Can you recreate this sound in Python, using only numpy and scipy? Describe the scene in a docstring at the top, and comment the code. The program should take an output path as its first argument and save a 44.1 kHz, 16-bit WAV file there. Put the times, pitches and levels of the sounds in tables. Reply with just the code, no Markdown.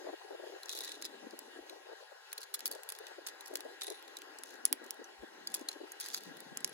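"""Light wind puffs at a phone's microphone, outdoors, over a distant drone and a thin hiss. Then, close by, a
hand drags, lifts and drops plastic pens on rough asphalt. The hollow barrels tick against grit and each other,
chatter as they catch on grains of stone, ring when let go, and their caps snap shut. The wind is small eddies
of air striking the microphone's openings; the hand holding the phone adds three soft bumps."""
import sys
import numpy as np
from scipy import signal
from scipy.fft import rfft, irfft
from scipy.io import wavfile
from scipy.ndimage import uniform_filter1d

SR = 44100
rng = np.random.default_rng(int(sys.argv[2]) if len(sys.argv) > 2 else 0)


def to_wav(s):
    """Save 16-bit WAV."""
    ch = np.atleast_2d(s).T  # columns
    pcm = np.round(np.clip(ch, -1, 1) * 32767)  # PCM
    wavfile.write(sys.argv[1], SR, pcm.astype(np.int16))


N = 297145
TIME, FREQ = np.arange(N) / SR, np.fft.rfftfreq(N, 1 / SR)


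def gain_of(db):
    return 10 ** (np.asarray(db) / 20)


def unit_rms(x):
    return x / np.sqrt(np.mean(x ** 2) + 1e-20)


def unit_energy(x):
    return x / np.sqrt(np.sum(x ** 2, -1, keepdims=True) + 1e-20)


def curve_at(points, hz):
    f, value = np.transpose(points)
    return np.interp(np.log(hz + 1), np.log(f + 1), value)


def add(mix, start, sound):
    part = mix[:, max(round(start * SR), 0):][:, :sound.shape[1]]
    part += sound[:, :part.shape[1]]


def band(x, lo, hi, order=2):
    """Keeps lo to hi Hz; a higher order gives steeper edges."""
    f = np.fft.rfftfreq(x.shape[-1], 1 / SR) + 1
    return irfft(rfft(x) / (1 + (lo / f) ** (2 * order)) / (1 + (f / hi) ** (2 * order)), x.shape[-1])


def stereo_noise(count, likeness):
    a, b = rng.standard_normal((2, count))
    return np.array([a, likeness * a + np.sqrt(1 - likeness ** 2) * b])


def panned(x, left_db):
    return x * gain_of(np.array([[left_db], [-left_db]]) / 2)


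def uneven_delays(gap_s, count, jitter=0.25):
    return gap_s * (np.arange(count) + jitter * rng.uniform(-1, 1, count) * (np.arange(count) > 0))


# The wind between gusts: (time [s], relative level [dB], rough lowest pitch [Hz])
BREEZE = [(0, -52, 280), (0.11, -49, 274), (0.165, -74, 350), (0.23, -71, 336), (0.31, -54, 316),
          (0.62, -56, 345), (0.95, -53.5, 263), (1.25, -55.5, 183), (1.6, -55.5, 270), (1.88, -62, 310),
          (2.1, -70.5, 426), (2.53, -77, 346), (2.66, -56, 195), (2.82, -55, 418), (3.3, -62.5, 268),
          (3.47, -63.5, 290), (3.54, -48.5, 290), (3.68, -53.5, 280), (3.76, -68, 280), (3.85, -62, 304),
          (4.6, -56, 231), (5.1, -72, 233), (5.5, -58.5, 166), (5.72, -55, 282), (6.05, -63, 287),
          (6.22, -61, 155), (6.74, -57, 130)]


def breeze(lumpy_db=3.5):
    """Moving air flutters at the microphone as a low, lumpy rumble."""
    lumps = unit_rms(band(rng.standard_normal(N), 9.7, 46))
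    rumble = unit_rms(band(stereo_noise(N, 0.78), 63, 720) * gain_of(lumpy_db * lumps))
    times, db, _ = np.transpose(BREEZE)
    return rumble * gain_of(np.interp(TIME, times, db) - 2)


def thin_bass(x, floor_db=-36):
    """Turns the bass down steeply below a pitch that wanders."""
    hz, frame_times, spectra = signal.stft(x, SR, nperseg=2048, noverlap=1792)
    times, _, lowest_hz = np.transpose(BREEZE)
    edge_hz = 0.99 * np.interp(frame_times, times, lowest_hz)
    keep = 1 / (1 + (edge_hz / (hz[:, None] + 1)) ** 18) + gain_of(floor_db)
    return signal.istft(spectra * keep, SR, nperseg=2048, noverlap=1792)[1][:, :N]


# Puffs of wind: (start [s], length [s], relative level [dB], pitch before lowering [Hz])
GUSTS = [(0.02, .02, -47, 500), (0.05, .02, -41, 537), (0.072, .02, -38.5, 604), (0.091, .02, -38.5, 710),
         (0.138, .02, -40, 420), (0.219, .02, -52, 990), (0.254, .02, -48.5, 486), (0.313, .066, -43, 483),
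         (0.324, .044, -42, 454), (0.402, .055, -45, 520), (0.473, .02, -39.5, 520),
         (0.501, .088, -45, 453), (0.732, .09, -52.5, 537), (1.247, .02, -44, 398),
         (1.271, .02, -44.5, 402), (1.34, .02, -47.5, 500), (1.593, .02, -40.5, 500),
         (1.709, .033, -48.5, 480), (1.872, .08, -45.5, 605), (2.011, .04, -48.5, 590),
         (2.124, .02, -45, 505), (2.391, .02, -45.5, 516), (2.714, .066, -47, 665), (3.014, .02, -45, 520),
         (3.188, .02, -43.5, 480), (3.512, .066, -43, 523), (3.66, .02, -41, 525), (3.887, .066, -43, 510),
         (4.719, .044, -47.5, 455), (4.821, .066, -48, 495), (4.998, .044, -46.5, 450),
         (5.237, .02, -42, 378), (5.618, .02, -44, 416), (5.765, .02, -46, 447), (5.815, .044, -41, 404),
         (6.273, .066, -48, 300), (6.524, .02, -47, 296)]


def gusts(eddy_s=0.0071, gap_s=0.021, spread_db=2, lowering=0.76):
    """Each gust is one or a few small swirls of air (eddies) striking the microphone."""
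    out, t = np.zeros((2, N)), np.arange(-1024, 1024) / SR
    for start, length, db, hz in GUSTS:
        for delay in uneven_delays(gap_s, count=5):
            noise = band(stereo_noise(len(t), 0.047), hz * lowering, hz * lowering)
            eddy = unit_energy(noise * np.exp(-(t / eddy_s) ** 2)) * np.sqrt(eddy_s * SR)
            strength = gain_of(db - spread_db * rng.standard_normal())
            if delay == 0 or delay + gap_s / 2 < length:
                add(out, start + delay + t[0], strength * eddy)
    return out


# The tone colour of the far background: (pitch [Hz], relative level [dB])
AIR_COLOUR = [(200, -29), (380, -1.5), (660, -7), (900, -8), (1190, -15), (1450, -5.5), (1950, -8),
              (2120, -10), (2400, -7), (2920, 0.5), (3150, -3.5), (3450, -3), (4400, -3.5), (6800, -10.5),
              (8000, -23.5), (12000, -29), (15500, -39.5)]
# Pitches that stand out in it: (pitch [Hz], width [Hz], boost [dB])
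DRONE_HUMPS = [(339, 37, 3), (778, 40, 8.5), (871, 60, 6), (1056, 39, 6), (1580, 26, 2.5), (1648, 67, 9),
               (1906, 104, 8)]
# Which side it leans to: (pitch [Hz], left over right [dB])
AIR_PAN = [(200, -19), (400, 0.5), (750, 7), (1300, 13), (1900, -1), (2500, 0), (4400, 4), (6500, 1),
           (8500, 25.5)]
# How loud it is: (time [s], relative drone level [dB], relative hiss level [dB])
AIR_LEVEL = [(0, -61, -63), (1.0, -60.5, -62), (2.3, -61, -64.5), (3.1, -59, -63), (5.0, -60, -65.5),
             (6.0, -59, -62.5)]


def distant_drone():
    """Noise from far away: a low drone under a thin hiss."""
    humps_db = sum(db / (1 + (2 * (FREQ - hz) / width) ** 2) for hz, width, db in DRONE_HUMPS)
    sides_db = np.array([[0.5], [-0.5]]) * curve_at(AIR_PAN, FREQ)
    colour = gain_of(curve_at(AIR_COLOUR, FREQ) + humps_db + sides_db)
    air = irfft(rfft(stereo_noise(N, 0.5)) * colour, N)
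    drone = band(air, 1, 2290, order=4)
    times, drone_db, hiss_db = np.transpose(AIR_LEVEL)
    drone_gain = gain_of(np.interp(TIME, times, drone_db) + 1) / band(air, 840, 2600, order=4).std()
    hiss_gain = gain_of(np.interp(TIME, times, hiss_db) + 1) / band(air, 2200, 9300, order=4).std()
    return drone * drone_gain + (air - drone) * hiss_gain


def wavering(x, patchy_db=2, dip_db=0.7):
    """Patches of pitch grow louder and softer while the whole sound dips and swells a little."""
    spectra = signal.stft(x, SR, nperseg=512, noverlap=384)[2]
    patches = uniform_filter1d(rng.standard_normal(spectra.shape[1:]), size=7, axis=0)
    patches = unit_rms(uniform_filter1d(patches, size=24, axis=1))
    dips = unit_rms(uniform_filter1d(rng.standard_normal(spectra.shape[2]), size=25))
    spectra *= gain_of(patchy_db * patches - dip_db * dips)
    return signal.istft(spectra, SR, nperseg=512, noverlap=384)[1][:, :N]


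# Thin tones in the drone: (pitch [Hz], typical level [dB])
HUM_TONES = [(781, -71), (862, -78.5), (1057, -74.5), (1502, -79), (1661, -71), (1918, -74), (4016, -74.5)]


def hum(waver_db=3, drift_hz=1.78):
    """A few lasting tones from far off, wavering a little on their way."""
    out = np.zeros((2, N))
    for hz, db in HUM_TONES:
        pitch = hz + drift_hz * unit_rms(band(stereo_noise(N, 0), 0.44, 5.08))
        waver = unit_rms(band(rng.standard_normal(N), 0.49, 9.4))
        out += gain_of(db + waver_db * waver) * np.sin(2 * np.pi * np.cumsum(pitch, axis=1) / SR)
    return panned(out, left_db=3)


# The tones of a hollow pen barrel: (pitch [Hz], relative level [dB], time to fade by 60 dB [s])
BARREL_TONES = [(1330, -0.5, 0.06), (2537, 10, 0.083), (3480, 15, 0.063), (4060, -9, 0.13),
                (4110, 10, 0.04), (4800, -6.5, 0.093), (5500, -1, 0.028), (6600, 11.5, 0.059),
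                (9030, 24, 0.027), (9940, 23, 0.012), (12700, 9.5, .025), (14100, 22.5, 0.021)]


def barrel_ring(t, vary_db=4, detune=0.028):
    """The barrel rings with a new mix of tones each time, as where it is touched and held varies."""
    hz, db, fade_s = np.transpose(BARREL_TONES)[:, :, None]
    hz = hz * (1 + detune * rng.uniform(-1.39, 1, hz.shape))
    db = db + vary_db * rng.standard_normal(db.shape)
    phase = 2 * np.pi * (rng.random(hz.shape) + 0.72 * rng.random((2,) + hz.shape))
    tones = gain_of(db - 60 * t / fade_s) * np.sin(2 * np.pi * hz * t + phase)
    return unit_energy(tones.sum(1))


def barrel_note(t, hz, fade_s, upper_ratio, upper_db):
    """A barrel's main note and one higher tone, dying away together."""
    phase = 2 * np.pi * (rng.random() + 0.96 * rng.random((2, 1)))
    main = np.sin(2 * np.pi * hz * t + phase)
    upper = gain_of(upper_db) * np.sin(2 * np.pi * upper_ratio * hz * t + phase)
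    onset = (1 - np.exp(-t * hz / 2)) ** 2
    return unit_energy((main + upper) * onset * gain_of(-60 * t / fade_s))


LEAD_IN_SAMPLES = 256  # a faint, quick swell of noise softens the start of each click


def contact(db, body_db, crack_db, top_hz, ring_db, hz, strike_s=0.00021, scatter_s=0.003):
    """One touch: a faint lead-in, a sharp strike, a scatter off ground and hand, and a plastic ring."""
    t = np.arange(2048) / SR
    strike = unit_energy(stereo_noise(len(t), 0.3) * t * np.exp(-t / strike_s))
    scatter_shape = np.exp(-t / scatter_s) * (1 - np.exp(-t / strike_s))
    scatter = unit_energy(stereo_noise(len(t), 0.04) * scatter_shape)
    hit = unit_energy(strike + gain_of(ring_db) * (scatter + gain_of(-6) * barrel_ring(t)))
    rise = np.exp(-t[:LEAD_IN_SAMPLES][::-1] / 0.001)
    lead_in = gain_of(-15) * unit_energy(stereo_noise(LEAD_IN_SAMPLES, 0.18) * rise)
    hit = np.hstack([lead_in, hit])
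    note = barrel_note(t, hz, fade_s=0.013, upper_ratio=2.15, upper_db=-11)
    note = np.pad(note, ((0, 0), (LEAD_IN_SAMPLES, 0)))
    note *= gain_of(-2 + 0.55 * ring_db)  # the freer the barrel rings, the more its note stands out
    body = gain_of(body_db - 1) * unit_energy(band(hit, 850, 4450, order=3))
    clack = unit_energy(unit_energy(band(hit, 3900, 7640, order=5)) + note)
    treble = band(hit, 8250, 16000, order=8)
    crack = gain_of(crack_db) * unit_energy(band(treble, 1, top_hz, order=3))
    return gain_of(db) * np.sqrt(0.004 * SR) * (body + clack + crack)


# Pen knocks: (time [s], level [dB], low body [dB], high crack [dB], top of the crack [Hz],
# ring [dB], barrel note [Hz], bounces [count]). Body, crack and ring are relative levels.
CLICKS = [(0.632, -44.5, -13, -7, 16000, 17, 4100, 0), (0.658, -48.5, -14, -6, 16000, 0, 5840, 0),
          (0.6849, -50, -2, -8, 14000, 4, 3990, 0), (0.6938, -37, -8.5, -8.5, 17000, -1, 3420, 0),
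          (0.727, -47, -17, 0, 17000, -6, 6160, 0), (0.733, -46.5, -2, -3, 17000, -5, 3910, 0),
          (0.7516, -46, -9, -1, 16000, -4, 3990, 0), (0.7583, -49, -13, -3, 17000, -1, 3880, 0),
          (0.7678, -50, -8, -2, 16000, -3, 3980, 0), (0.774, -46, -6, -4, 16000, 6, 3900, 0),
          (0.778, -47, -13, -3, 16000, 0, 4110, 0), (0.7889, -42, -14, -2, 16000, -7, 3950, 0),
          (0.807, -41, -11, -5, 17000, 4, 3830, 0), (0.8364, -44, -10, -4, 16000, 4, 4000, 0),
          (0.8468, -43.5, -11, -3, 16000, 0, 4800, 1), (0.877, -44.5, -5, -8, 16000, 8, 4100, 0),
          (0.893, -48, -2, -7, 16000, 3, 3900, 0), (0.9185, -42.5, -8, -10, 16000, 4, 3960, 1),
          (1.0234, -41, -6, -4.5, 16000, 1, 5280, 0), (1.045, -43, -8, -18, 15000, 5, 5050, 0),
          (1.052, -40, -8, -7, 16000, 3, 5020, 2), (1.309, -53, -12, -11, 16000, -1, 4820, 0),
          (1.391, -47.5, -19, 3.5, 18000, -7, 4940, 0), (1.696, -45, -6.5, -11, 13000, 24, 4060, 0),
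          (2.3178, -50.5, -6, -15, 14000, 13, 4300, 0), (2.3294, -46, 1.5, 7, 16000, 0, 6370, 0),
          (2.379, -41.5, -10, -4, 17200, 12, 4090, 0), (2.3818, -47.5, -10, -4.5, 17000, 10, 4430, 0),
          (2.406, -52.5, -15, -6, 14100, 8, 5400, 1), (2.4306, -46.5, -7, -5.5, 13000, 9, 4180, 2),
          (2.541, -40.5, -4, 4, 16900, 0, 4100, 0), (2.5448, -38.5, -7, 3.5, 16900, 4, 4040, 2),
          (2.592, -47, -6, -1, 16000, 8, 4770, 0), (2.606, -47, -1.5, -2, 14000, -6, 5400, 0),
          (2.6572, -34, -6.5, 3, 18000, -1, 5300, 0), (2.6625, -42, -13, 5, 18000, 5, 4500, 0),
          (2.667, -40.5, -19, 3, 18000, 13, 4520, 0), (2.678, -46.5, -12, 9, 18000, -9, 4500, 0),
          (2.7139, -45, -12, 7.5, 15000, 6, 4650, 0), (2.716, -46.5, -15, -4, 16000, 6, 4500, 0),
          (2.7238, -45.5, -12, -3, 16000, 9, 4500, 0), (2.734, -53, -17, -1, 14000, 5, 4300, 1),
          (2.7506, -49.5, -16, -5, 14000, 3, 8500, 0), (2.834, -54, 0, 6, 15000, -4, 7300, 0),
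          (2.89, -48.5, 3, 9.5, 14900, 1, 4800, 1), (2.901, -48, -2, 5, 13000, 4, 4700, 0),
          (2.922, -47, 1, 5.5, 16000, -2, 4460, 0), (2.951, -52, -3, -5, 14000, 2, 4600, 0),
          (2.988, -56, 2, 7.5, 13000, -8, 6900, 0), (3.0686, -50.5, 2.5, -6, 15000, -2, 4760, 0),
          (3.083, -60, -4, 0, 15000, -3, 4760, 0), (3.2658, -41, -10, -12, 15000, 0, 5930, 0),
          (3.27, -44.5, 0.5, 4, 15000, 3, 4720, 1), (3.2872, -49.5, 0, 1, 14000, 2, 4800, 0),
          (3.408, -48, -18, -1.5, 13000, 10, 3980, 0), (3.46, -48.5, -9, -8, 17000, 5, 5540, 0),
          (3.473, -55, -3, -2, 14000, 2, 5500, 0), (3.48, -57, -4, 8, 17000, 0, 5500, 0),
          (3.539, -60, -9, 9, 17000, 5, 7000, 0), (3.5557, -37, -2, 2, 14000, -4, 4760, 0),
          (3.571, -49.5, -10, 0, 18000, -8, 7340, 0), (3.6063, -48.5, 0, 1.5, 15100, -1, 4050, 0),
          (3.8107, -43, -7, -6, 14000, 15, 3900, 0), (3.818, -37, -5, -11, 13000, 6, 3760, 0),
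          (3.834, -47, -15, 4, 13000, 10, 3670, 1), (3.845, -52, 4, 1, 12000, -19, 3960, 0),
          (3.8684, -42.5, -27, -0.5, 11500, 10, 3900, 0), (3.8807, -45.5, -3.5, -5, 11500, 7, 3940, 0),
          (3.902, -42.5, -20, -0.5, 12900, -1, 4040, 0), (3.9212, -52, -4, -5, 12000, -1, 3950, 0),
          (4.026, -62.5, 5, 5.5, 18000, -5, 3900, 0), (4.079, -53.5, -5, -6, 14000, 6, 3900, 0),
          (4.1691, -41.5, -16, -7, 17000, 8, 3900, 0), (4.187, -55, -12, -1, 14000, 2, 3970, 0),
          (4.2191, -55, 5.5, 2, 17000, -11, 4930, 0), (4.387, -47.5, -30, -3.5, 14000, 2, 7800, 0),
          (4.4358, -48, -0.5, 4.5, 12600, -4, 5500, 0), (4.6615, -43, -4, -7, 12000, 2, 6500, 0),
          (4.6755, -57, -14, -1, 15000, 0, 7000, 0), (4.681, -58, -12, -4.5, 15000, 2, 7000, 0),
          (4.8425, -58, -15, 0.5, 15000, -3, 7000, 1), (4.864, -57.5, -10, -3, 15000, 0, 6740, 0),
          (4.943, -61, -12, -1, 16000, 0, 8000, 0), (5.4725, -34, -16, -10.5, 17000, 17, 4650, 0),
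          (5.542, -38, -7.5, 4.5, 14000, 2, 6420, 0), (5.5433, -38.5, -9, -1, 14000, 3, 4750, 0),
          (5.5475, -38, -13, 5, 14000, 3, 5080, 0), (5.559, -50, -1, -1, 14000, -2, 4200, 0),
          (5.6116, -54, -10, -3, 14000, 2, 6600, 0), (5.715, -47.5, -5, -10, 14000, 8, 4200, 0),
          (5.7294, -49, -11, -13, 14000, 3, 4200, 0), (5.6871, -31.5, -11.5, -7, 12500, 13, 4150, 0),
          (5.9193, -48, -21, 4, 16000, 11, 6600, 0), (6.0004, -45, -8, 0.5, 18000, 0, 4970, 1),
          (6.0074, -48, -4, 9.5, 17000, 18, 4760, 0), (6.012, -43, -6, -1, 17000, 0, 6360, 0),
          (6.053, -49, -5, -6, 15000, -8, 4720, 0), (6.061, -45, -2, -2, 15000, 5, 4800, 2),
          (6.086, -45.5, -10, 2.5, 16000, 1, 4460, 0), (6.102, -47, -7, -8, 15000, 4, 3540, 0),
          (6.134, -44.5, -14, -12, 15000, 3, 4700, 0), (6.14, -41, -15, -6, 16000, 10, 7300, 0),
          (6.1455, -31.5, -10, -8, 16000, -3, 4600, 0), (6.166, -44, -12, -4, 15000, -9, 5100, 1),
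          (6.176, -44.5, -6, -4, 15000, 1, 4500, 1), (6.3698, -59.5, 5.5, 5, 18000, 4, 3340, 0),
          (6.4042, -53.5, -13, 6, 18000, -2, 3630, 0), (6.6055, -54, -11.5, 0, 11000, 5, 7740, 0),
          (6.663, -58, -16, -11, 13000, 25, 10500, 0), (6.6762, -51.5, 0, 2, 13000, 5, 3480, 0),
          (6.6935, -49, -16, -7, 14000, 25, 10500, 0)]


def clicks(bounce_s=0.0048, first_bounce_db=-6, next_bounce_db=-5.5):
    """A pen knocks on stone or another pen; a loose one bounces, softer each time."""
    out = np.zeros((2, N))
    for start, db, *tone, bounces in CLICKS:
        for k, delay in enumerate(uneven_delays(bounce_s, count=4)[:round(bounces) + 1]):
            drop_db = first_bounce_db + next_bounce_db * (k - 1) if k else 0
            add(out, start + delay - LEAD_IN_SAMPLES / SR, contact(db + drop_db, *tone))
    return out


SLIDE_ATTACK_S, SLIDE_RELEASE_S = 0.0064, 0.0078


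def slide_gain(t, length, change_db):
    """A slide bites quickly, eases off or grows louder, and stops."""
    bite = np.clip(t / SLIDE_ATTACK_S, 0, 1)
    stop = np.exp(-np.maximum(t - length, 0) / SLIDE_RELEASE_S)
    return bite * gain_of(change_db * np.minimum(t / length, 1)) * stop


# The tone colour of scraping on grit: (pitch [Hz], relative level [dB])
GRIT_COLOUR = [(150, -24), (500, -29), (1500, -1), (2500, -6.5), (3900, 6.5), (5000, 7), (6300, 7),
               (7200, 1), (10500, -2), (12500, -6), (15500, -14.5)]
# Pen drags: (start [s], length [s], level [dB], change by the end [dB], snags over level [dB],
# barrel note [Hz], relative note level [dB], higher tone over note [dB])
SLIDES = [(0.694, 0.28, -44, -12, -7, 3850, -1, -7), (1.01, 0.053, -61.5, 10, 1, 4000, 10, -6),
          (2.41, 0.028, -56, -3, 1, 4500, 3, -3), (2.538, 0.012, -38.5, -7.5, -12, 3960, -13, 4),
          (2.665, 0.12, -75, 9, 5, 4500, -2, -4), (2.896, 0.074, -67, 3, -1, 4600, -13, 0),
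          (3.275, 0.016, -47.5, -4, -15, 4470, -14, -5), (3.451, 0.22, -63.5, -13, 4, 4600, -10, -6),
          (3.816, 0.18, -47.5, -14, -12, 3890, 6, 4), (4.45, 0.11, -59.5, -1.5, -3, 5730, -30, -4.5),
          (5.035, 0.015, -49.5, -6.5, -25, 5970, -3, -4), (5.495, 0.13, -60, -3.5, 4, 4830, -21, -0.5),
          (5.704, 0.036, -61.5, 1.5, -5.5, 4230, -5, 0), (5.998, 0.19, -51, -1, -8, 4800, -11, 2),
          (6.201, 0.088, -58, -4, -1, 4800, -14, 6), (6.724, 0.012, -58.5, 1, 1, 4000, 0, 4)]


def slides(catches_per_s=1300, spread_db=5.5, grain_kinds=8, size=16384):
    """A sliding pen catches on grains of stone; each catch rings the barrel."""
    out, t = np.zeros((2, N)), np.arange(1500) / SR
    colour = gain_of(curve_at(GRIT_COLOUR, np.fft.rfftfreq(size, 1 / SR)))
    for start, length, db, change_db, _, hz, note_db, upper_db in SLIDES:
        rasp = np.zeros((2, size))
        for _ in range(grain_kinds):
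            caught = rng.random(size) < catches_per_s / grain_kinds / SR
            catches = caught * gain_of(spread_db * np.minimum(rng.exponential(1, size), 3))
            tick = unit_energy(stereo_noise(len(t), 0.29) * np.exp(-t / 0.00039))
            ring = gain_of(-4) * barrel_ring(t)
            note_hz = hz * rng.uniform(0.92, 1.04)
            note = barrel_note(t, note_hz, fade_s=0.008, upper_ratio=2.66, upper_db=upper_db)
            grain = unit_energy(tick + ring + gain_of(note_db) * note)
            add(rasp, 0, signal.oaconvolve(catches[None], grain, axes=1))
        rasp = unit_rms(irfft(rfft(rasp) * colour))
        add(out, start, rasp * gain_of(db) * slide_gain(np.arange(size) / SR, length, change_db))
    return out


def snags(per_s=42, spread_db=7):
    """During those slides the pen trips on larger stones and ticks."""
    out = np.zeros((2, N))
    for start, length, db, change_db, snag_db, hz, _, _ in SLIDES:
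        for delay in SLIDE_ATTACK_S + uneven_delays(1 / per_s, count=13, jitter=0.63):
            tick_db = db + snag_db + spread_db * rng.uniform(-1, 1)
            tick = contact(tick_db, body_db=-8.5, crack_db=-0.5, top_hz=18000, ring_db=2, hz=hz)
            if delay < length:
                tick *= slide_gain(delay, length, change_db)
                add(out, start + delay - LEAD_IN_SAMPLES / SR, tick)
    return out


# Soft bumps on the phone: (time [s], level [dB])
BUMPS = [(1.615, -78), (3.0, -83), (5.21, -61.5)]


def hand_bumps(hz=57, width_s=0.017):
    """The hand holding the phone nudges it, making a brief wobble of bass."""
    out = np.zeros(N)
    for time, db in BUMPS:
        t = TIME - time
        out += gain_of(db) * np.exp(-(t / width_s) ** 2) * np.sin(2 * np.pi * hz * t)
    return out


# Pens being let go: (time [s], peak level [dB], note [Hz], time to fade by 60 dB [s])
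PINGS = [(2.380, -52, 4200, .04), (2.6575, -35, 3600, .018), (2.659, -43, 4400, .08),
         (2.715, -52, 4350, .06), (3.8185, -42, 3800, .05), (4.7283, -36, 3270, .02),
         (5.472, -41, 4770, .024), (5.543, -41, 4600, .025), (5.6885, -43, 4200, .028)]


def pings(second_ratio=1.5, second_db=-7):
    """A freed barrel rings on with two notes, each with a weak higher tone."""
    out, t = np.zeros((2, N)), np.arange(6000) / SR
    for start, db, hz, fade_s in PINGS:
        first = barrel_note(t, hz, fade_s, upper_ratio=2.27, upper_db=-10)
        second = barrel_note(t, hz * second_ratio, fade_s, upper_ratio=2.27, upper_db=-10)
        ring = first + gain_of(second_db) * second
        add(out, start, gain_of(db) * ring / abs(ring).max())
    return out


def sharp_pulse(colour, size=1024):
    """The shortest pulse with this tone colour: it starts at once and dies away."""
    log_gain = np.log(np.maximum(np.r_[colour, colour[-2:0:-1]], 1e-4))
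    return np.fft.ifft(np.exp(np.conj(signal.hilbert(log_gain)))).real[:size]


# Sharp snaps: (time [s], body [dB], clack [Hz], clack [dB], crack [Hz], crack [dB], treble [dB])
SNAPS = [(4.6537, -14, 5600, -1, 9960, 11.5, -3), (4.7279, -2.5, 4460, -0.5, 10050, 6.5, 2),
         (4.9078, -20, 6260, -5.5, 10600, -7, -8), (6.5727, -33, 7200, -3, 9900, -4.5, -22),
         (6.6458, -23, 6060, 5, 10700, -3.5, -13)]


def snaps(body_hz=1150, treble_hz=14600, width_hz=1620, lowest_hz=650, echo_s=0.00038):
    """A pen cap snaps shut: one clean pulse, its echo off the ground and a short scatter."""
    out, t, f = np.zeros((2, N)), np.arange(1024) / SR, np.fft.rfftfreq(2048, 1 / SR)
    arrival = np.array([2, 0])  # the left side hears it two samples late
    for start, body_db, clack_hz, clack_db, crack_hz, crack_db, treble_db in SNAPS:
        humps = [(body_hz, body_db), (clack_hz, clack_db), (crack_hz, crack_db), (treble_hz, treble_db)]
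        power = sum((gain_of(db) / (1 + ((f - hz) / width_hz) ** 2)) ** 2 for hz, db in humps)
        colour = np.sqrt(power) / (1 + (lowest_hz / (f + 1)) ** 6)
        paths = gain_of(-5) * unit_energy(stereo_noise(len(t), 0.31) * np.exp(-t / 0.0025))  # scatter
        paths[(0, 1), arrival] += 1  # straight to the phone
        paths[(0, 1), arrival + round(echo_s * SR)] += gain_of(-6)  # off the ground
        add(out, start, signal.oaconvolve(unit_energy(paths), sharp_pulse(colour)[None], axes=1))
    return out


def reflections(x, fade_s=0.16, level_db=-22):
    """Faint, quick echoes from the person and the street."""
    t = np.arange(8192) / SR
    tail = unit_energy(stereo_noise(len(t), 0) * gain_of(-60 * t / fade_s) * (t > 0.005))
    return gain_of(level_db) * band(signal.oaconvolve(x, tail, axes=1)[:, :N], 300, 10000, order=1)


def scene():
    """Pens close by, wind at the microphone, the drone far off."""
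    pens = panned(clicks() + snaps() + pings() + slides() + snags(), left_db=1.2)
    echoes = reflections(pens)
    wind = panned(breeze() + gusts(), left_db=4.5)
    air = thin_bass(wind + wavering(distant_drone()))
    return pens + echoes + air + hum() + hand_bumps()


# How far the wave at the left microphone opening runs ahead of the right: (pitch [Hz], lead [radians])
LEFT_LEAD = [(0, 0), (330, .4), (650, 2.4), (1000, .6), (1250, -.5), (1500, .7), (1950, .8), (2500, 3),
             (3800, 2), (4600, 3.6), (5600, 3), (8000, -1.6), (9300, -3.2), (10900, -6.2), (11500, -6.4),
             (13250, -9.4), (15300, -12.5), (17000, -12.6)]


def record(dry, top_hz=16400):
    """The phone's two sides share one treble, are out of step, and lose the very highest pitches."""
    left, right = rfft(dry)
    shared = np.clip((FREQ - 7200) / 1000, 0, 1)
    right = np.sqrt(1 - shared ** 2) * right + shared * left
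    right *= np.exp(-1j * np.interp(FREQ, *np.transpose(LEFT_LEAD)))
    lowpass = signal.firwin(255, top_hz, window=("kaiser", 8), fs=SR)
    return signal.oaconvolve(irfft(np.array([left, right]), N), lowpass[None], "same", axes=1)


dry = scene()
out = record(dry)
to_wav(out)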